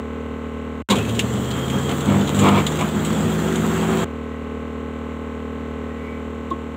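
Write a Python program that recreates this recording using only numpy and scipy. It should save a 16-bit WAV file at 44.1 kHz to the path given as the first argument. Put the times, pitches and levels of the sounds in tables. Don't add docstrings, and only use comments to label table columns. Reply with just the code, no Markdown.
import sys
import numpy as np
from scipy import signal
from scipy.fft import rfft, irfft
from scipy.io import wavfile
from scipy.ndimage import uniform_filter1d

SR = 44100
rng = np.random.default_rng(int(sys.argv[2]) if len(sys.argv) > 2 else 0)


def generate_wav(signal):
    frames = np.transpose(np.atleast_2d(signal))
    scaled = np.clip(frames, -1, 1) * 32767
    pcm = np.round(scaled).astype(np.int16)
    wavfile.write(sys.argv[1], SR, pcm)


def nominal_scale(level):
    x = np.asarray(level, float) / 20
    return 10 ** x


N = 298116
T = np.arange(N) / SR
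SUPPLY_HZ = 48.4


def motor():
    beat_orders = [(1, -1), (1, 1), (1, 2), (2, -2), (2, -1), (2, 0), (2, 1), (3, 0), (3, 1), (4, 0)]
    beat_levels = [-17, -11.5, -15, -16, -19.5, -13.5, -15, -21, -23.5, -19.5]
    # frequency in Hz, width in Hz, lift in dB.
    housing = [(208, 15, 3.5), (236, 7.4, -4), (386.4, 11.8, 5), (489.5, 12, -0.5)]
    # frequency in Hz, level in dB.
    growl_tones = [(99.6, -6), (199.2, 1), (247.6, -8)]
    # frequency in Hz, level in dB per Hz.
    rumble_spectrum = [(18, -50), (30, -12), (50, -19), (75, -15), (214, -4.5), (305, -7), (372, -4),
                       (478, -8.5), (606, -15.5), (700, -17), (910, -99), (1540, -120)]

    shaft = shaft_hz()
    beats = np.zeros(N)
    for (k, m), db in zip(beat_orders, beat_levels):
        hz = k * shaft + m * SUPPLY_HZ
        lift = 1 + sum(nominal_scale(d) / (1 + ((hz - f) / w) ** 2) for f, w, d in housing)
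        lift *= (shaft / 150) ** 3 / (1 + (84 / hz) ** 10)
        lift *= np.prod([1 - np.exp(-((hz - f) / 9) ** 2) for f, _ in growl_tones], axis=0)
        angle = phase_of(hz) + .15 * k * wander(8) + 2 * np.pi * rng.random()
        beats += nominal_scale(db + 1.8 * wander(8.5)) * lift * np.sin(angle)

    unbalance_db = load_db((-27.5, -22), index=0, share_db=-8.5) + wander(27)
    unbalance = nominal_scale(unbalance_db) * np.sin(phase_of(shaft))

    rumble = coloured(rng.standard_normal(N) * nominal_scale(1.07 * wander(40.0)), rumble_spectrum)
    rumble += nominal_scale(-5.0) * evened(resonate(rumble, 207.6, 16))
    rumble += nominal_scale(-7.5) * evened(resonate(rumble, 105.4, 4.3))

    shake = nominal_scale(load_db((-23.5, -22.5), index=0))
    growl = sum(nominal_scale(db) * np.sin(2 * np.pi * hz * T) for hz, db in growl_tones)
    growl = nominal_scale(load_db((-60, -60), index=0)) * (shaft / 150) ** 4 * growl
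    return unbalance + shake * (nominal_scale(1.1) * beats + nominal_scale(-10) * rumble) + growl


def shaft_hz():
    sag = 3.2 * np.exp(-.5 * ((T - 2.55) / .33) ** 2)
    return climb((101.2, 174)) - sag


def load_db(ends_db, index, share_db=0):
    # peak in seconds, rise in seconds, fall in seconds,
    # shaking in dB, grinding in dB.
    jams = [(0.911, 0.011, 0.033, -10, -20), (.99, 0.028, 0.031, -14.5, -31.5),
            (1.1, 0.031, 0.05, -20.5, -39), (1.24, 0.032, .02, -21.5, -40), (1.36, 0.039, 0.063, -23, -47),
            (1.57, 0.023, 0.028, -24.5, -32.5), (1.75, .03, 0.045, -21, -32.5),
            (1.9, 0.021, 0.051, -23.5, -30), (2.12, 0.038, 0.088, -13.5, -27),
            (2.46, 0.081, 0.096, -14.5, -26.5), (2.476, 0.033, 0.019, -19, -16.5),
            (2.586, 0.053, 0.025, -19.5, -19.5), (2.81, 0.016, 0.031, -22, -23.5),
            (2.96, 0.014, 0.033, -23, -44), (3.25, 0.06, 0.032, -25.5, -42), (3.9, 0.15, 0.18, -34, -31.5)]
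    clear_s, clear_db, refill_s = 2.9, -4, 0.064
    light_db = clear_db * (T > clear_s) * np.exp(-np.maximum(T - clear_s, 0) / refill_s)
    power = nominal_scale(climb(ends_db) + light_db) ** 2
    for s, rise, fall, *db in jams:
        swell = np.exp(-((T - s) / np.where(T < s, rise, fall)) ** 2)
        power = power + nominal_scale(db[index] + share_db) ** 2 * swell
    return 10 * np.log10(power)


def grater():
    # frequency in Hz, level in dB per Hz.
    tearing = [(260, -12.5), (450, -3), (615, -14.5), (673, -2.5), (761, -3.5), (1040, -6), (1290, -4),
               (1530, -9), (3200, -18), (4160, -59), (7040, -120)]
    # frequency in Hz, width in Hz, level in dB.
    bowl_modes = [(730, 270, -10), (1025, 370, 3.5), (1240, 46, -2.5), (2260, 480, -4), (2760, 610, -7.5),
                  (3290, 580, -6.5)]

    level_db = load_db((-45.5, -29.5), index=1)
    per_turn = 1 + 0.094 * np.cos(phase_of(shaft_hz()))
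    bites = rng.standard_normal(N) * per_turn * nominal_scale(0.78 * wander(56))
    bowl = np.zeros(N)
    for hz, width, db in bowl_modes:
        ring = resonate(resonate(bites, hz, width), hz, width)
        bowl += nominal_scale(db) * evened(ring)
    jam = np.clip((level_db + 30.5) / 9, 0, 1)
    torn = patchy(coloured(bites, tearing), depth_db=1.5)
    return nominal_scale(level_db) * ((1 - 0.16 * jam) * torn + 0.56 * jam * evened(bowl))


def spray():
    # frequency in Hz, level in dB per Hz.
    spray_spectrum = [(1180, 0.5), (2000, -5), (2240, -11), (2400, -11), (3310, -3), (4050, -9.5),
                      (5160, -21.5), (7510, -4), (9660, -22.5), (11800, -24), (14900, -16), (15600, -15),
                      (16000, -37)]

    present = rng.random(N) < 2500 / SR
    drops = nominal_scale(4.6 * np.minimum(rng.exponential(1, N), 5)) * present * rng.standard_normal(N)
    air = (rng.standard_normal(N) + .5 * evened(drops)) * nominal_scale(0.25 * wander(49))
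    singing = np.interp(T, [1.35, 1.52, 1.8, 1.9, 2.25, 2.8], [.3, 1, 1, .3, .45, .2])
    sing = evened(resonate(air, 3233, 28)) * nominal_scale(-9.5 + 3 * wander(13)) * singing
    level = nominal_scale(load_db((-37, -31), index=1, share_db=-14))
    return level * (patchy(coloured(air, spray_spectrum), depth_db=2.1) + sing)


def brushes():
    # multiple of the shaft, multiple of the supply, start in seconds, end in seconds.
    whines = [(24, 0, .93, 1.12), (24, 0, 1.3, 1.65), (24, 0, 1.75, 2.3), (73, 0, 1.85, 2.4),
              (60, 1, 2.75, 3.1), (60, 2, 3.25, 4.2)]
    whine_levels = [-41, -48, -47, -62, -64, -62]

    out = np.zeros(N)
    shaft = shaft_hz()
    throb = nominal_scale(2.5 * wander(8))
    for (k, m, start, end), db in zip(whines, whine_levels):
        hz = k * shaft[round(start * SR):round(end * SR)] + m * SUPPLY_HZ
        fade = signal.windows.hann(len(hz)) ** .25
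        add(out, start, nominal_scale(db) * fade * whistle(hz, 1.2 * k, clean=.6))
    return out * throb


def ticks():
    # start in seconds, peak in dB, ring in Hz, 60 dB decay in seconds.
    bits = [(0.9544, -23.5, 3200, 0.22), (0.9832, -22.5, 2590, 0.072), (1.049, -31.5, 2530, 0.12),
            (1.0898, -25, 2980, 0.08), (1.1473, -30.5, 2960, 0.25), (1.1911, -11, 2800, 0.083),
            (1.354, -31, 3230, 0.064), (1.511, -22, 4020, 0.055), (1.6802, -29, 3240, 0.052),
            (1.6987, -23, 3000, 0.067), (1.785, -31, 7400, 0.07), (1.8908, -23.5, 3330, 0.07),
            (1.9125, -23.5, 2820, 0.051), (2.0068, -26, 7500, 0.065), (2.209, -27, 3230, 0.07),
            (2.2727, -25, 3900, 0.082), (2.2996, -26, 3580, 0.041), (2.345, -27.5, 7650, 0.53),
            (2.389, -20, 7400, 0.16), (2.418, -24, 2480, 0.1), (2.4694, -30, 1050, 0.037),
            (2.4868, -18.5, 2850, 0.057), (2.585, -36, 1000, 0.074), (2.665, -14.5, 3500, 0.068),
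            (2.7881, -26, 2230, 0.1), (2.8094, -20, 2260, 0.053), (3.048, -23.5, 7800, 0.14),
            (3.556, -21, 7250, 0.058), (6.5032, -35.5, 3600, 0.053)]
    # start in seconds, peak in dB, ring in Hz, 60 dB decay in seconds,
    # rise in seconds, thud in dB.
    crunch = (0.894, -5, 3880, .11, 0.015, 3)
    # frequency in Hz, level in dB per Hz.
    cover = [(710, -63), (1200, -47), (1680, -10), (3050, -0.5), (3910, -4.5), (5070, -30), (7020, -3.5),
             (9930, -22), (14800, -29), (16000, -30)]
    # start in seconds, level in dB, then modes, each of frequency in Hz,
    # level in dB, 60 dB decay in seconds.
    chute_drop = (6.511, -9.5, [(330, -6, .09), (253, -14, .12), (673, -22, .1), (1075, 0, .06),
                  (1085, -17, .2), (3225, -33, .1), (3420, -31, .08), (3750, -30, .05)])

    out = np.zeros(N)
    t = np.arange(8192) / SR
    hits = [crunch] + [row + (0.0013, -10) for row in bits]
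    for (s, db, hz, t60, rise, thud_db), noise in zip(hits, rng.standard_normal((len(hits), 8192))):
        crack = coloured(noise, cover) + 0.66 * evened(resonate(noise, hz, 370))
        thud = np.sin(2 * np.pi * 210 * t) + 0.8 * np.sin(2 * np.pi * 510 * t)
        shape = nominal_scale(-60 * t / max(t60, .01)) * np.minimum(t / max(rise, .0003), 1) ** 2
        add(out, s, nominal_scale(db - 6) * shape * (crack + nominal_scale(thud_db) * thud))

    s, db, modes = chute_drop
    ring = sum(nominal_scale(db + d - 60 * t / t60) * np.sin(2 * np.pi * f * t) for f, d, t60 in modes)
    add(out, s, ring * np.minimum(t / .009, 1))
    return out


def drone():
    # multiple of the drone frequency, level in dB.
    low_orders = [(1, -22), (2, 2.5), (3, -58), (4, -7), (5, -8), (6, 3.5), (7, 0), (8, -21), (9, -10),
                  (10, -24), (11, -2), (12, -3), (13, -18), (14, -7), (15, -15), (16, -16.5), (17, -20),
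                  (18, -17.5), (19, -28), (20, -21), (21, -18.5), (22, -15), (23, -24), (24, -32),
                  (25, -29), (26, -32.5), (27, -12), (28, -10), (29, -21), (30, -17)]
    # frequency in Hz, level in dB.
    high_orders = [(1200, -19.5), (1400, -25), (1700, -30), (2050, -25.5), (2300, -31.5), (2800, -30),
                   (4200, -42), (5000, -63.5)]
    # frequency in Hz, width in Hz, change in dB.
    panels = [(1335, 50, 6), (1435, 20, -7), (1515, 30, 9), (1600, 35, 8), (1935, 20, 6), (1975, 15, -7),
              (2035, 35, 4), (2290, 30, 7)]
    # frequency in Hz, level in dB per Hz.
    roar_spectrum = [(24, -35.5), (40, 0), (80, -9), (126, -12), (240, -10), (376, -7.5), (437, -5.5),
                     (640, -18), (970, -15), (1070, -17.5), (1720, -26), (2830, -25), (4900, -48),
                     (7480, -35), (15400, -82)]
    drone_hz, panel_lag_s = 38.72, .0055

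    k = np.arange(1, 129)
    hz = k * drone_hz
    level_db = read(high_orders, hz) + np.clip(2.5 * rng.standard_normal(len(k)), -6, 3)
    level_db += sum(db * np.exp(-((hz - f) / width) ** 2) for f, width, db in panels)
    level_db[:len(low_orders)] = np.transpose(low_orders)[1]

    in_step = (k < 15) | (abs(hz - 1065) < 70)
    lead = np.arctan2(10, hz - 230) * (k > 4)
    phase = -2.6 + lead + np.where(in_step, .15, 1.5) * rng.standard_normal(len(k))
    phase -= 2 * np.pi * hz * panel_lag_s * (k > 20)
    cycle = irfft(np.r_[0, nominal_scale(level_db) * np.exp(1j * phase)], 4096)

    turns = np.cumsum(drone_hz * (1 + 0.00058 * wander(2.2))) / SR
    blows = np.interp(turns % 1, np.arange(4097) / 4096, np.r_[cycle, cycle[0]])
    blows = evened(blows) * nominal_scale(0.35 * wander(20))
    puff = 1 + 0.083 * np.cos(2 * np.pi * turns)
    roar = coloured(rng.standard_normal(N) * puff * nominal_scale(0.2 * wander(9.9)), roar_spectrum)
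    shade_db = np.interp(T, (6.2, 5.92), [0, -0.74])
    return nominal_scale(-28.5 + shade_db) * blows + nominal_scale(-39) * roar


def squeaks():
    # start in seconds, length in seconds, first and last frequency in Hz, level in dB.
    far_squeaks = [(4.22, .25, 1930, 1960, -54), (5.82, .24, 1840, 2000, -50.5),
                   (5.96, .29, 2260, 2290, -49), (5.98, .22, 2010, 2030, -51), (6.0, .12, 2170, 2200, -50),
                   (5.085, .05, 2150, 2220, -51)]
    out = np.zeros(N)
    for s, length, from_hz, to_hz, db in far_squeaks:
        size = round(length * SR)
        tone = whistle(np.linspace(from_hz, to_hz, size), 55, clean=.5)
        add(out, s, nominal_scale(db) * tone * signal.windows.hann(size) ** .3)
    return out


def hiss():
    # frequency in Hz, level in dB per Hz.
    hiss_spectrum = [(5290, -29), (9000, -16), (10900, 5), (13000, 4), (14900, 10), (15600, -1)]
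    return nominal_scale(-72) * coloured(rng.standard_normal(N), hiss_spectrum)


def whistle(hz, width, clean):
    noise = rng.standard_normal((2, len(hz)))
    waver = .35 * width * evened(uniform_filter1d(noise[1], size=700))
    line = np.sqrt(2) * np.sin(phase_of(hz + waver))
    return clean * line + np.sqrt(1 - clean ** 2) * evened(resonate(noise[0], hz, width))


def patchy(x, depth_db):
    z = signal.stft(x, nperseg=512)[2]
    field = uniform_filter1d(rng.standard_normal(z.shape), size=4, axis=0)
    field = uniform_filter1d(field, size=8, axis=1)
    return evened(signal.istft(z * nominal_scale(depth_db * evened(field)), nperseg=512)[1][:N])


def resonate(x, hz, width):
    turn = np.exp(1j * phase_of(hz * np.ones(len(x))))
    r = np.exp(-np.pi * width / SR)
    return 2 * (turn * signal.lfilter([1 - r], [1, -r], x / turn)).real


def coloured(x, points):
    hz = np.fft.rfftfreq(len(x), 1 / SR)
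    return evened(irfft(rfft(x) * nominal_scale(read(points, hz)), len(x)))


def wander(rate_hz):
    lowpass = signal.butter(2, rate_hz, fs=SR / 64, output="sos")
    slow = signal.sosfiltfilt(lowpass, rng.standard_normal(N // 64 + 2))
    return np.interp(T * SR / 64, np.arange(len(slow)), evened(slow))


def climb(ends):
    start_s, run_up_s = .89, 1.32
    return ends[0] + (ends[1] - ends[0]) * (1 - np.exp(-np.maximum(T - start_s, 0) / run_up_s))


def phase_of(hz):
    return 2 * np.pi * np.cumsum(hz) / SR


def read(points, hz):
    f, value = np.transpose(points)
    return np.interp(np.log(hz + 1), np.log(f + 1), value)


def evened(x):
    return x / np.sqrt(np.mean(x ** 2) + 1e-20)


def add(mix, s, sound):
    part = mix[round(s * SR):][:len(sound)]
    part += sound[:len(part)]


def scene():
    # start in seconds, end in seconds.
    shots = [
        (0, .8228),
        (.8883, .8915),
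        (.8935, 4.045),
        (4.045, 6.76),
    ]
    on = [(T >= a) & (T < b) for a, b in shots]
    running = uniform_filter1d(1. * (on[1] | on[2]), size=40)
    sliver = nominal_scale(11 * on[1])
    juicer = motor() + grater() + spray() + brushes()
    mix = running * sliver * juicer + ticks() + drone() + squeaks() + hiss()
    return (mix * uniform_filter1d(1. * sum(on), size=30))[None]


def top_cut(x):
    return signal.sosfilt(signal.butter(12, 16610, fs=SR, output="sos"), x)


def record(dry):
    x = signal.sosfilt(signal.butter(6, 64, "highpass", fs=SR, output="sos"), dry)
    x = 1.2 * np.tanh(x / 1.2)
    x = signal.oaconvolve(x, signal.firwin(401, 15700, fs=SR)[None], "same")
    return top_cut(x)


dry = scene()
out = record(dry)
generate_wav(out)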